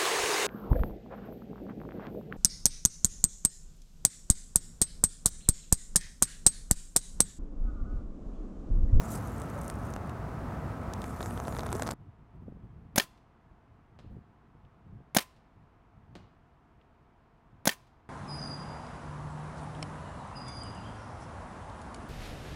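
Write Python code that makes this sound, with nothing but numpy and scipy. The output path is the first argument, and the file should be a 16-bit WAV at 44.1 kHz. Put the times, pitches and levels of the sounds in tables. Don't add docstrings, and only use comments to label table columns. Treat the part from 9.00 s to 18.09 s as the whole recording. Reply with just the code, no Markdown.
import sys
import numpy as np
from scipy import signal
from scipy.fft import rfft, irfft, next_fast_len
from scipy.io import wavfile
from scipy.ndimage import uniform_filter1d, map_coordinates

SR = 44100
rng = np.random.default_rng(int(sys.argv[2]) if len(sys.argv) > 2 else 0)


def generate_wav(sig):
    pcm = np.round(np.clip(np.atleast_2d(sig).T, -1, 1) * 32767).astype(np.int16)
    wavfile.write(sys.argv[1], SR, pcm)


N = 400869
MOVE_S = 2.938


def amp(db):
    return 10 ** (np.asarray(db) / 20)


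def unit(x):
    return x / np.sqrt(np.mean(x ** 2) + 1e-20)


def along(points, hz):
    freqs, values = np.transpose(points)
    return np.interp(np.log(hz + 1), np.log(freqs + 1), values)


def clock(size):
    return np.arange(size) / SR


def wobble(rate):
    knots = rng.standard_normal(int(N * rate / SR) + 4)
    return map_coordinates(knots, [clock(N) * rate])


def filtered(x, response):
    size = next_fast_len(len(x) + 8192)
    return irfft(rfft(x, size) * response(np.fft.rfftfreq(size, 1 / SR)), size)[:len(x)]


def noise(spectrum):
    return unit(filtered(rng.standard_normal(N), lambda hz: amp(along(spectrum, hz))))


def add(track, s, sound):
    part = track[max(round(s * SR), 0):][:len(sound)]
    part += sound[:len(part)]


def patchy(x, depth_db):
    bins = signal.stft(x, nperseg=256)[2]
    drift = uniform_filter1d(rng.standard_normal(bins.shape), size=6, axis=0)
    drift = uniform_filter1d(drift, size=14, axis=1)
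    return unit(signal.istft(bins * amp(depth_db * unit(drift)), nperseg=256)[1][:N])


def swells(rows, rest_db):
    t = clock(N)
    power = sum(amp(db) ** 2 * .5 ** ((2 * (t - s) / length) ** 2) for s, length, db in rows)
    return np.sqrt(power + amp(rest_db) ** 2)


def burst(spectrum, t60, peaks=(), size=8192):
    fade, hz = amp(-60 * clock(size) / t60), np.fft.rfftfreq(size, 1 / SR)
    bins = rfft(rng.standard_normal(size) * fade)
    puff = irfft(bins / (np.abs(bins) + 1e-9)) * np.sqrt(fade)
    lift_db = sum(lift / (1 + (2 * (hz - centre) / width) ** 2) for centre, width, lift in peaks)
    cepstrum = irfft(np.log(amp(along(spectrum, hz) + lift_db) + 1e-6))
    colour = np.exp(rfft(2 * cepstrum[:size // 2], size))
    return unit(irfft(rfft(puff) * colour)) * np.sqrt(np.mean(fade ** 2))


def thump(hz, t60, attack, size=8192):
    t = clock(size)
    return -np.cos(2 * np.pi * hz * t) * amp(-60 * t / t60) * (1 - np.exp(-t / attack))


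def scattered(sound, decay, size=24000):
    hz, t, bins = signal.stft(rng.standard_normal(size), SR, nperseg=256)
    tail = signal.istft(bins * amp(-60 * t / along(decay, hz)[:, None]), SR, nperseg=256)[1]
    return signal.fftconvolve(sound, tail / np.linalg.norm(tail))


def machine_hum(at_scope):
    # (frequency [Hz], level behind the shooter [dB], level at the scope [dB])
    tones = [(58.55, -50.5, -80), (221.3, -57, -79.5), (650.6, -58, -80.5), (706, -58, -78.5),
             (1298, -58.5, -87.5)]
    out = np.zeros(N)
    for hz, behind_db, scope_db in tones:
        phase = 2 * np.pi * np.cumsum(hz + 1.5 * wobble(9)) / SR
        level_db = behind_db + (scope_db - behind_db) * at_scope + .67 * wobble(5)
        out += amp(level_db) * np.sqrt(2) * np.sin(phase)
    return out


def breeze():
    rush = [(15, -47.5), (25, -14.5), (59, -2), (108, -1), (195, -6.5), (229, -6), (384, -15), (489, -14.5),
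            (575, -15.5), (641, -16.5), (796, -16), (1260, -18.5), (3160, -42), (11900, -52.5),
            (16000, -55)]
    return amp(-37.5 + .78 * wobble(12.36)) * noise(rush)


def scope_air():
    # (frequency [Hz], density [dB])
    far_rush = [(15, -30), (25, -5), (56, -3.5), (92, -9), (157, -7.5), (180, -17), (223, -10),
                (354, -15.5), (439, -16), (607, -22), (659, -18), (962, -15.5), (3080, -36), (4030, -42.5),
                (16000, -61.5)]
    buffet = [(15, -37.5), (25, -6), (60, 0.5), (105, 3), (175, -1.5), (260, -11.5), (390, -19),
              (600, -31.5), (900, -66)]
    bump = [(40, 3.5), (140, 8.5), (400, -2.5), (750, -16.5), (1100, -36), (3000, -70)]
    gusts = [(2.97, 0.27, -51.5), (3.48, 0.21, -49.5), (3.77, 0.26, -47), (4.5, .08, -61.5),
             (4.77, .12, -62), (5.12, 0.16, -48), (5.6, .22, -56.5), (5.96, 0.18, -51.5), (6.57, .06, -61),
             (6.96, 0.085, -58), (7.15, .14, -54.5), (8.53, .12, -60.5)]
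    bumps = [(3.481, -31), (3.521, -35.5), (3.57, -44.5), (5.045, -39), (5.166, -39), (5.549, -43.5),
             (6.003, -44)]
    lull_db = -64 - 1.15 * (clock(N) - MOVE_S)
    flutter = amp(2 * wobble(17) + 3.2 * wobble(45))
    wind = unit(flutter * noise(buffet))
    out = amp(-63) * noise(far_rush) + swells(gusts, lull_db) * wind
    for s, db in bumps:
        add(out, s, amp(db - 5) * burst(bump, t60=.068))
    return out


def cloth():
    sleeve = [(1500, -13), (3000, -8), (3700, -7.5), (4500, -7), (6000, 2), (7600, 1.5), (10000, 0.5),
              (12500, 0), (16000, -11.5)]
    strap_peaks = [(8920, 1000, 10.5)]
    # (time [s], length [s], sleeve level [dB], strap level [dB])
    strokes = [(.03, 0.27, -55, -70), (0.134, 0.049, -49.5, -54.5), (0.373, .3, -63, -60.5),
               (0.663, 0.087, -61, -57.5), (0.868, .18, -69, -66), (2.08, 0.12, -59, -70),
               (2.245, 0.084, -56.5, -70), (2.425, .3, -59, -72), (2.8, 0.24, -58.5, -59)]
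    snags_per_s, snag_spread_db, still_db = 99, 5.5, -79.5
    hiss = unit(amp(2 * wobble(160)) * patchy(noise(sleeve), depth_db=3.5))
    snags = (rng.random(N) < snags_per_s / SR) * amp(snag_spread_db * rng.standard_normal(N))
    ticks = unit(signal.fftconvolve(snags, burst(sleeve, t60=.0046, peaks=strap_peaks))[:N])
    brushing = swells([(s, length, db) for s, length, db, _ in strokes], still_db)
    snagging = swells([(s, length, db) for s, length, _, db in strokes], still_db)
    return brushing * hiss + snagging * ticks


def jostle(count, start_s=2.0, crowding=2.1):
    progress = (np.arange(count) + rng.random(count)) / count
    elapsed = (MOVE_S - start_s) * progress ** (1 / crowding)
    strength, weight, pitch = rng.standard_normal((count, 3)).T
    level_db = -41.5 + 8 * elapsed + 1.5 * strength
    knock_db = 6 + 1.7 * weight
    ring_hz = 4620 * 2 ** (.5 * pitch)
    return list(zip(start_s + elapsed, level_db, knock_db, ring_hz))


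def gear():
    # (time [s], relative level [dB], knock offset [dB], ring [Hz])
    clicks = [(.417, -35, -19, 8620), (.6988, -27.5, -6, 9300), (0.937, -33, -13, 6330),
              (0.9618, -35.5, 8.5, 2840), (1.0944, -39, -12, 2580), (1.935, -28.5, -14, 5970),
              (2.0171, -33, -4, 3590), (2.0405, -33.5, 1.5, 2540), (2.205, -35.5, 9, 3460),
              (2.2268, -29.5, -7, 3840), (2.2584, -32.5, 3, 7750), (2.3995, -34, 7, 6500),
              (2.4803, -33.5, 10.5, 2580), (2.5658, -35.5, 7, 3410), (2.592, -29.5, 1.5, 4160),
              (2.6056, -33.5, -11, 3720), (2.6646, -32.5, 3.5, 9230), (2.7271, -24, 0.5, 8300),
              (2.795, -37, 9, 9690), (2.821, -22.5, -1, 7440), (2.8687, -31.5, 2, 5740),
              (2.875, -28.5, -2, 4840), (2.9101, -23.5, -12, 7850)]
    clunks = [(.560, -39.5, 560, 0.23), (2.737, -32, 368, 0.064), (2.750, -32.5, 420, 0.039)]
    shell_peaks = [(2000, 330, 3), (3640, 380, 3.5)]
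    # (frequency [Hz], density [dB])
    snap = [(1000, -8), (2000, -3), (4000, -3.5), (8000, -3), (13000, -10.5), (16000, -19)]
    knock = [(120, -9), (300, 1.5), (500, 1), (750, 3.5), (1400, -4), (2500, -18.5), (5000, -61)]
    out = np.zeros(N)
    for s, db, knock_db, hz in clicks + jostle(count=22):
        add(out, s + .001, amp(db - 6) * burst(snap, t60=.011, peaks=[(hz, hz / 3, 11)] + shell_peaks))
        add(out, s + .001, amp(db + knock_db) * burst(knock, t60=.011))
    for s, db, hz, t60 in clunks:
        hollow = [(hz / 3, -25), (hz, 0), (hz * 3, -25), (hz * 10, -55)]
        add(out, s, amp(db) * burst(hollow, t60, peaks=[(hz, 70, 12)]))
    return out


def target():
    landings = [(4.9894, -45, 5), (7.1530, -38.5, 0)]  # (time [s], relative level [dB], thud offset [dB])
    splat = [(90, -25), (170, -0.5), (600, -7), (1000, -17.5), (1500, -18.5), (4000, -23), (6500, -33),
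             (9000, -40), (14000, -55)]
    far_ticks = [(5.6496, -59), (7.8128, -57)]  # (time [s], relative level [dB])
    fence_decay = [(150, .15), (1000, .68), (5000, .44), (12000, .18)]  # (frequency [Hz], t60 [s])
    out = np.zeros(N)
    for s, db, thud_db in landings:
        slap = np.zeros(SR // 4)
        add(slap, 0, amp(-3.5) * burst(splat, t60=.04))
        add(slap, 0, amp(thud_db - 14) * thump(hz=234, t60=.05, attack=.00056))
        add(slap, .005, amp(-4) * burst(splat, t60=.023))
        add(slap, .011, amp(-9) * burst(splat, t60=.053))
        add(out, s, amp(db) * slap)
        add(out, s + .013, amp(db - 8) * scattered(slap, fence_decay))
    for s, db in far_ticks:
        add(out, s, amp(db - 9) * burst([(1200, -18), (3000, 3), (8000, -42)], t60=.037))
    return out


def metal_ring(size=12000):
    modes = [(1023, -11, .35), (1115, -8, .17), (1290, -9, .12), (1470, -4, .08), (1620, -2, .06),
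             (1822, -1, .1), (2350, -3, .08), (3093, -2, .05), (3240, -2, .05), (3460, -4, .06),
             (3755, -4, .08), (4450, -7, .06), (4990, -5, .05), (6302, -3, .04), (10150, -8, .05)]
    t = clock(size)
    return sum(amp(db + rng.normal(0, 1) - 60 * t / t60) * np.sin(2 * np.pi * (hz * t + rng.random()))
               for hz, db, t60 in modes)


def firing_cycle(valve_s):
    # (frequency [Hz], density [dB])
    trigger = [(100, -6.5), (350, -5.5), (600, 3), (1100, -3.5), (1750, -8), (2150, 1), (2900, -12.5),
               (5000, -9.5), (8800, -10.5), (10200, -2.5), (13000, -3.5), (16000, -7.5)]
    muzzle = [(100, -16), (300, -8.5), (450, -7.5), (600, 0), (900, -3.5), (1250, -13), (1650, -7.5),
              (2600, -13), (4500, -12), (6500, -12.5), (8000, -21), (16000, -26)]
    jet = [(300, -11.5), (1500, -8.5), (2700, -9.5), (4000, -6.5), (5500, -4.5), (7800, -8.5), (11500, -10),
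           (16000, -10)]
    bolt = [(120, -21.5), (400, -3.5), (900, -5), (1700, -5), (3500, -4.5), (4800, -5), (6000, -13),
            (9000, -17), (12000, -19.5), (16000, -15.5)]
    # (centre [Hz], width [Hz], lift [dB])
    barrel_peaks = [(560, 100, 5.5), (724, 120, 3), (1570, 280, 6.5), (6460, 440, 8.5), (10100, 520, 9)]
    bolt_peaks = [(397, 48, 7.2), (1820, 120, 13), (2350, 180, 11), (3190, 280, 10), (4850, 180, 5.2),
                  (8596, 500, 8)]
    shot = np.zeros(SR // 2)
    add(shot, .0005, amp(-25) * burst(trigger, t60=.055, peaks=[(3530, 200, 10), (10106, 500, 4)]))
    add(shot, .0005, amp(-28) * thump(hz=190, t60=.025, attack=.00018))
    add(shot, valve_s - .004, amp(-34) * burst(muzzle, t60=.046))
    add(shot, valve_s, amp(-10.5) * thump(hz=208, t60=.028, attack=.00067))
    add(shot, valve_s + .0006, amp(-15.5) * burst(muzzle, t60=.03, peaks=barrel_peaks))
    add(shot, valve_s + .0008, amp(-20) * burst(jet, t60=.012, peaks=barrel_peaks))
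    add(shot, valve_s + .004, amp(-12.5) * burst(jet, t60=.014, peaks=barrel_peaks))
    add(shot, valve_s + .0047, amp(-21) * burst(jet, t60=.034, peaks=barrel_peaks))
    add(shot, valve_s + .001, amp(-39.5) * metal_ring())
    seat_s = valve_s + .0197
    add(shot, seat_s, amp(-18) * burst(bolt, t60=.018, peaks=bolt_peaks))
    add(shot, seat_s + .0014, amp(-20) * burst(bolt, t60=.011, peaks=bolt_peaks))
    add(shot, seat_s + .006, amp(-30.5) * burst(jet, t60=.02))
    add(shot, seat_s + .006, amp(-33.5) * burst(bolt, t60=.045))
    add(shot, seat_s, amp(-43.5) * metal_ring())
    return shot


def marker():
    shots = [(3.9588, 0.02, -0.6), (6.1476, 0.018, -0.05), (8.6544, .0180, -0.5)]  # (trigger time [s], wait for the valve [s], gain [dB])
    # (frequency [Hz], t60 [s])
    near_decay = [(150, .1), (1000, 0.16), (4000, .11), (15000, 0.082)]
    yard_decay = [(150, 0.24), (1000, .4), (4000, 0.7), (8000, .45), (15000, .28)]
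    # (frequency [Hz], density [dB])
    yard_echo = [(100, -11.5), (600, -5.5), (1100, -1.5), (2000, 1), (4000, -4), (7000, -6.5),
                 (10500, -6.5), (16000, -10.5)]
    far_echo = [(300, -1), (1500, 3), (4000, 0), (8000, -12), (16000, -24)]
    out = np.zeros(N)
    for s, valve_s, db in shots:
        shot = amp(db) * firing_cycle(valve_s)
        add(out, s, shot)
        add(out, s + .004, amp(-21) * scattered(shot, near_decay))
        hiss = amp(db) * burst(yard_echo, t60=.053)
        add(out, s + .055, amp(-35) * scattered(hiss, [(1000, .099)]))
        add(out, s + .077, amp(-46) * burst(yard_echo, t60=.051))
        add(out, s + .034, amp(-48.5) * scattered(hiss, yard_decay))
        add(out, s + .216, amp(-68.5) * burst(far_echo, t60=.08))
    return out


def scene():
    at_scope = np.clip((clock(N) - MOVE_S) / .002, 0, 1)
    behind = breeze() + cloth() + gear()
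    scope = scope_air() + marker() + target()
    return ((1 - at_scope) * behind + at_scope * scope + machine_hum(at_scope))[None]


def record(dry):
    top_hz = 16000
    return filtered(dry[0], lambda hz: 1 / np.sqrt(1 + (hz / top_hz) ** 160))[None]


dry = scene()
out = record(dry)
generate_wav(out)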